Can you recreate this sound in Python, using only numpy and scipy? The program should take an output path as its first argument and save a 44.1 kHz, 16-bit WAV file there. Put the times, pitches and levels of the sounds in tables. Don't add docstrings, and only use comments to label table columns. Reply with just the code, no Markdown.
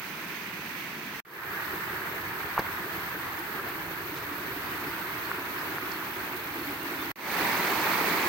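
import sys
import numpy as np
from scipy import signal
from scipy.fft import rfft, irfft
from scipy.io import wavfile
from scipy.ndimage import uniform_filter1d

SR = 44100
rng = np.random.default_rng(int(sys.argv[2]) if len(sys.argv) > 2 else 0)


def digitize_waveform(pressure):
    field = np.atleast_2d(pressure).T
    bounded = np.clip(field, -1, 1)
    quanta = np.round(bounded * 32767).astype(np.int16)
    wavfile.write(sys.argv[1], SR, quanta)


N = 365148
TIME, BINS = np.arange(N) / SR, np.fft.rfftfreq(N, 1 / SR)
PORT_DELAY_S = 0.00026

# start in seconds, end in seconds, fade-in in seconds.
SHOT_TIMES = [(-0.3, 1.2025, .1), (1.25, 7.1175, .26), (7.158, 8.4, .23)]
# frequency in Hz, density in dB per Hz.
BANK_SPECTRUM = [(20, -99), (60, -75), (80, -69), (105, -73), (170, -67), (235, -78), (300, -64.5),
                 (385, -67), (510, -76.5), (720, -74.5), (950, -69), (1600, -68), (2200, -70), (3000, -77),
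                 (10500, -96), (16000, -95)]


def gain_of(db):
    return 10 ** (np.asarray(db) / 20)


def evened(x):
    return x / np.sqrt(np.mean(x ** 2) + 1e-20)


def read(points, hz):
    f, value = np.transpose(points)
    return np.interp(np.log(hz + 1), np.log(f + 1), value)


def hump(hz, centre_hz, octaves):
    distance = np.log2((hz + 1) / centre_hz) / octaves
    return np.exp(-.5 * distance ** 2)


def swing(rows, t, axis=1):
    rows = np.asarray(rows)
    return np.interp(t, rows[:, 0], rows[:, axis] - np.median(rows[:, axis]))


def drift(shape, size):
    across_bins = uniform_filter1d(rng.standard_normal(shape), size[0], axis=0)
    return evened(uniform_filter1d(across_bins, size[1], axis=1))


def shot(start, end, fade):
    rise = (.1 + .9 * np.clip((TIME - start) / fade, 0, 1) ** 1.25) * (TIME > start)
    tail = gain_of(-19) * np.exp(-np.maximum(TIME - end, 0) / 0.0047)
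    return rise * np.where(TIME < end, 1, tail)


def rush(direct):
    a, b = rfft(rng.standard_normal((2, N)))
    ahead = direct / (1 + (BINS / 3500) ** 2)
    diffuse = np.sinc(2 * BINS * PORT_DELAY_S)
    same = np.clip(0.94 * (ahead + (1 - ahead) * diffuse), -1, 1)
    same = same * (1 - 0.12 / (1 + (BINS / 55) ** 4))
    other = same * a + np.sqrt(1 - same ** 2) * b
    return evened(irfft(np.array([a, other]), N))


def bubbles(per_s, cycles, spread_db, count=48):
    out = np.zeros((2, N + SR))
    for hz in np.geomspace(280, 13000, count):
        life = cycles / hz
        t = np.arange(int(min(5 * life, .2) * SR)) / SR
        number = int(per_s * np.sqrt(hz / 1000) * N / SR / count) + 1
        when, loud, side, detune = rng.random((number, 4)).T[:, :, None]
        size = evened(gain_of(spread_db * np.minimum(-np.log(1 - loud), 4)))
        turns = hz * 2 ** ((detune - .5) / 6) * t * (1 + .02 * t / life)
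        ring = size * np.exp(-t / life) * (1 - np.exp(-2 * hz * t))
        at = ((when * N).astype(int) + np.arange(len(t))).ravel()
        for ear, lag in enumerate([0, (2 * side - 1) * PORT_DELAY_S]):
            wave = ring * np.sin(2 * np.pi * (turns - hz * lag))
            wave = wave * np.sqrt(hz / np.sum(wave ** 2))
            out[ear] += np.bincount(at, wave.ravel(), N + SR)
    return evened(out[:, :N])


def water(colour, fizz, direct, bubble_db, patchy_db, ringing_db, surge_db, spray_db, along_bank=False):
    source = evened(rush(direct) + gain_of(bubble_db) * fizz)
    hz, t, z = signal.stft(source, SR, nperseg=1024, noverlap=768)
    hz = hz[:, None]
    level_db = read(colour, hz)
    level_db = level_db + patchy_db * drift(z.shape, size=(14, 8))
    level_db += ringing_db * drift(z.shape, size=(2, 24))
    level_db += surge_db * hump(hz, 1400, 2.2) * drift((1, len(t)), size=(1, 5))
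    treble = hz ** 2 / (hz ** 2 + 3000 ** 2)
    level_db += spray_db * treble * drift((1, len(t)), size=(1, 9))
    if along_bank:
        level_db += bank_turn(colour, hz, t)
    shaped = signal.istft(z * gain_of(level_db), nperseg=1024, noverlap=768)[1]
    return np.sqrt(SR / 2) * shaped[:, :N]


def lean(x, *stones):
    right_db = sum(db * hump(BINS, centre_hz, 0.26) for centre_hz, db in stones)
    return irfft(rfft(x) * gain_of(np.array([[-.5], [.5]]) * right_db), N)


def bank_turn(colour, hz, t):
    # time in seconds, babble over the stones in dB, spray in dB (about the medians).
    flow_curve = [(1.65, 2, -0.5), (2.4, 1.1, -0.5), (3.0, 1, -0.3), (3.6, -0.0, -1.5), (4.2, -1, -0.8),
                  (4.8, -0.1, 0.9), (5.35, 0.7, 1.2), (5.9, -0.3, 0.3), (6.6, -1.3, 0.5), (7.0, -0.5, 2)]
    # time in seconds, level in dB (used about its median).
    rumble_curve = [(1.6, -60), (2.0, -49), (2.85, -52.9), (3.25, -50.5), (3.6, -59), (4.02, -50),
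                    (4.4, -53), (4.85, -51), (6.0, -60), (6.4, -55), (6.75, -54.5), (7.05, -58)]
    start, end, _ = SHOT_TIMES[1]
    turn = np.clip((t - start) / (end - start), 0, 1) - .5
    middle_hollow_hz = 348
    hollow_hz = middle_hollow_hz * 2 ** (-0.27 * turn)
    ring_hz = 1660 * 2 ** (-.23 * turn)
    moved_hz = hz * (middle_hollow_hz / hollow_hz) ** hump(hz, 290, 0.73)
    gurgle_db = 5 * turn + 2.1 * drift((1, len(t)), size=(1, 10))
    hollow = read(colour, moved_hz) - read(colour, hz) + hump(hz, hollow_hz, 0.39) * gurgle_db
    ring = hump(hz, ring_hz, 0.14) * (1.9 - 4 * turn)
    babble = hump(hz, 1320, 0.53) * swing(flow_curve, t)
    spray = hump(hz, 4400, 1.4) * swing(flow_curve, t, axis=2)
    rumble = hump(hz, 63, 0.5) * swing(rumble_curve, t)
    return hollow + ring + babble + spray + rumble


def gulps():
    # start in seconds, peak in dB before the trim, initial pitch in Hz.
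    pockets = [(1.926, -33.5, 362), (2.788, -35, 327), (3.398, -31.5, 340), (4.12, -31, 307),
               (4.311, -31.5, 297), (4.558, -31.5, 297), (4.936, -36, 327), (6.333, -33, 363),
               (6.671, -28.5, 286), (6.844, -34.5, 271), (7.061, -32.5, 320)]
    trim_db, swell_s, rise_per_s = -3.5, 0.0095, 0.68
    out = np.zeros(N)
    for (s, db, hz), phase in zip(pockets, rng.random(len(pockets))):
        near = (TIME > s) & (TIME < s + .15)
        t = TIME[near] - s
        turns = hz * t * (1 + rise_per_s * t / 2) + phase
        swell = t / swell_s * np.exp(1 - t / swell_s)
        out[near] += gain_of(db + trim_db) * swell * np.sin(2 * np.pi * turns)
    return out


def pops():
    # middle in seconds, peak in dB, pitch in Hz, half length in seconds (to 1/e).
    pulses = [(2.5795, -10.0, 1050, .0007), (2.5837, -21, 1350, .0007), (2.594, -12, 580, .0005),
              (2.5997, -18, 900, .0003), (2.6675, -23, 1650, .0005), (5.3161, -14.2, 1400, .0006),
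              (5.7843, -17, 1500, .0005)]
    out = np.zeros(N)
    for s, db, hz, length in pulses:
        near = abs(TIME - s) < .01
        t = TIME[near] - s
        out[near] -= gain_of(db) * np.exp(-(t / length) ** 2) * np.cos(2 * np.pi * hz * t)
    return out


def burst(s, db, length, shape):
    out, near = np.zeros(N), np.flatnonzero(abs(TIME - s) < .05)
    band = irfft(rfft(rng.standard_normal(8192)) * shape(np.fft.rfftfreq(8192, 1 / SR)))
    envelope = np.exp(-((TIME[near] - s) / length) ** 2)
    out[near] = gain_of(db) * evened(band)[:len(near)] * envelope
    return out


def splashes():
    # middle in seconds, rms of the noise at the crest in dB, centre in Hz,
    # width in octaves, half length in seconds (to 1/e).
    splash_rows = [(2.59, -29, 1200, 0.68, 0.021), (2.597, -34, 190, 1.3, 0.0082),
                   (2.597, -39, 4300, .4, 0.0045), (3.159, -35, 1620, 0.14, 0.0063),
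                   (3.594, -35.5, 1330, 0.32, 0.012), (3.69, -35.5, 1300, .7, 0.016),
                   (4.173, -46, 4000, 0.52, 0.017), (5.617, -37, 1290, 0.45, 0.013),
                   (5.919, -39, 4840, 0.38, 0.0037)]
    # middle in seconds, rms of the noise at the crest in dB, half length in seconds (to 1/e).
    spit_rows = [(2.593, -40.5, .003), (3.175, -58.5, .006), (3.395, -48, 0.0074), (3.692, -51, 0.0092),
                 (6.37, -49, .009), (6.832, -48, .004)]

    def spit_shape(f):
        return gain_of(read(BANK_SPECTRUM, f)) * f ** 4 / (f ** 4 + 4800 ** 4)

    wet = np.zeros(N)
    for s, db, hz, octaves, length in splash_rows:
        wet += burst(s, db, length, lambda f: hump(f, hz, octaves))
    for s, db, length in spit_rows:
        wet += burst(s, db, length, spit_shape)
    return wet


def birds(echo_share=0.39, echo_s=.025):
    # middle in seconds, peak in dB before the echo mix, pitch at the middle in Hz,
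    # glide in Hz per second.
    notes = [(4.892, -49, 5100, -14000), (5.256, -47, 4300, 5994), (5.59, -48, 5150, -14000),
             (5.944, -46, 4330, 1500), (6.323, -56, 3330, 11993), (6.63, -50, 4250, 5007),
             (6.83, -40, 2810, 1800), (7.008, -43, 3540, 2503)]
    half_s = 0.027
    out = np.zeros(N)
    for s, db, hz, glide in notes:
        near = abs(TIME - s) < .1
        t = TIME[near] - s
        whistle = np.sin(2 * np.pi * (hz + glide * t / 2) * t)
        out[near] += gain_of(db) * np.exp(-(t / half_s) ** 4) * whistle
    trunks = rng.standard_normal((2, SR // 4)) * np.exp(-TIME[:SR // 4] / echo_s)
    echo = signal.fftconvolve(out[None], trunks / np.linalg.norm(trunks[0]), axes=1)[:, :N]
    return (1 - echo_share) * out + echo_share * echo


def scene():
    # frequency in Hz, density in dB per Hz.
    path_spectrum = [(20, -94), (70, -80), (110, -84.5), (150, -66.5), (200, -67), (255, -73.5), (330, -68),
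                     (500, -81), (750, -79), (1000, -72), (1200, -75), (1700, -69.5), (2300, -70.5),
                     (3000, -76.5), (4300, -83.5), (6200, -85.5), (7200, -92), (11500, -100)]
    # frequency in Hz, density in dB per Hz.
    cascade_spectrum = [(20, -91), (60, -77), (82, -68), (115, -72.5), (190, -59), (260, -63.5), (350, -57),
                        (480, -66.5), (700, -65), (900, -58.5), (1250, -62), (1700, -60.5), (2300, -60.5),
                        (2900, -69), (4300, -71.5), (6000, -77), (12000, -89.5), (16000, -86.5)]
    fizz = bubbles(per_s=2600, cycles=7.05, spread_db=2.0)
    path = water(path_spectrum, fizz, direct=0.26, bubble_db=-12.0, patchy_db=0.7, ringing_db=1.0,
                 surge_db=0.0, spray_db=1.0)
    bank = water(BANK_SPECTRUM, fizz, direct=.02, bubble_db=-7, patchy_db=0.7, ringing_db=0.86,
                 surge_db=0.56, spray_db=0.7, along_bank=True)
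    cascade = water(cascade_spectrum, fizz, direct=0.58, bubble_db=-5.5, patchy_db=0.9, ringing_db=1.0,
                    surge_db=0.14, spray_db=0.4)
    views = (lean(path, (2460, 8.5), (900, 1.5)),
             lean(bank, (1450, 4)) + gulps() + pops() + splashes() + birds(),
             lean(cascade, (2150, 5.0), (1200, 4)))
    return sum(view * shot(*row) for view, row in zip(views, SHOT_TIMES))


def record(dry):
    # frequency in Hz, gain in dB.
    left_response = [(1000, -0.35), (2700, -0.96), (3400, -4), (4100, -1.5), (4800, -6), (5700, -25),
                     (6050, -13), (6450, -17.2), (6800, -5), (7500, 1), (10700, 4.5), (12500, 9.5),
                     (13300, -3), (14800, -21.0)]
    # frequency in Hz, gain in dB.
    right_response = [(1000, -0.5), (2200, -1.5), (3000, -2), (4000, -0.4), (4400, 3.5), (4850, -0.2),
                      (5250, 2.5), (5700, -1.4), (6350, 5), (7000, -5), (8800, 1.5), (10700, 6.5),
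                      (13800, 20), (15200, 19.5)]
    colour = gain_of([read(left_response, BINS), read(right_response, BINS)])
    colour = colour * BINS ** 2 / np.hypot(BINS ** 2, 35 ** 2)
    heard = irfft(rfft(dry) * colour, N)
    band_limit = signal.firwin(801, 15900, window=("kaiser", 9), fs=SR)
    return signal.oaconvolve(heard, band_limit[None], "same")


dry = scene()
out = record(dry)
digitize_waveform(out)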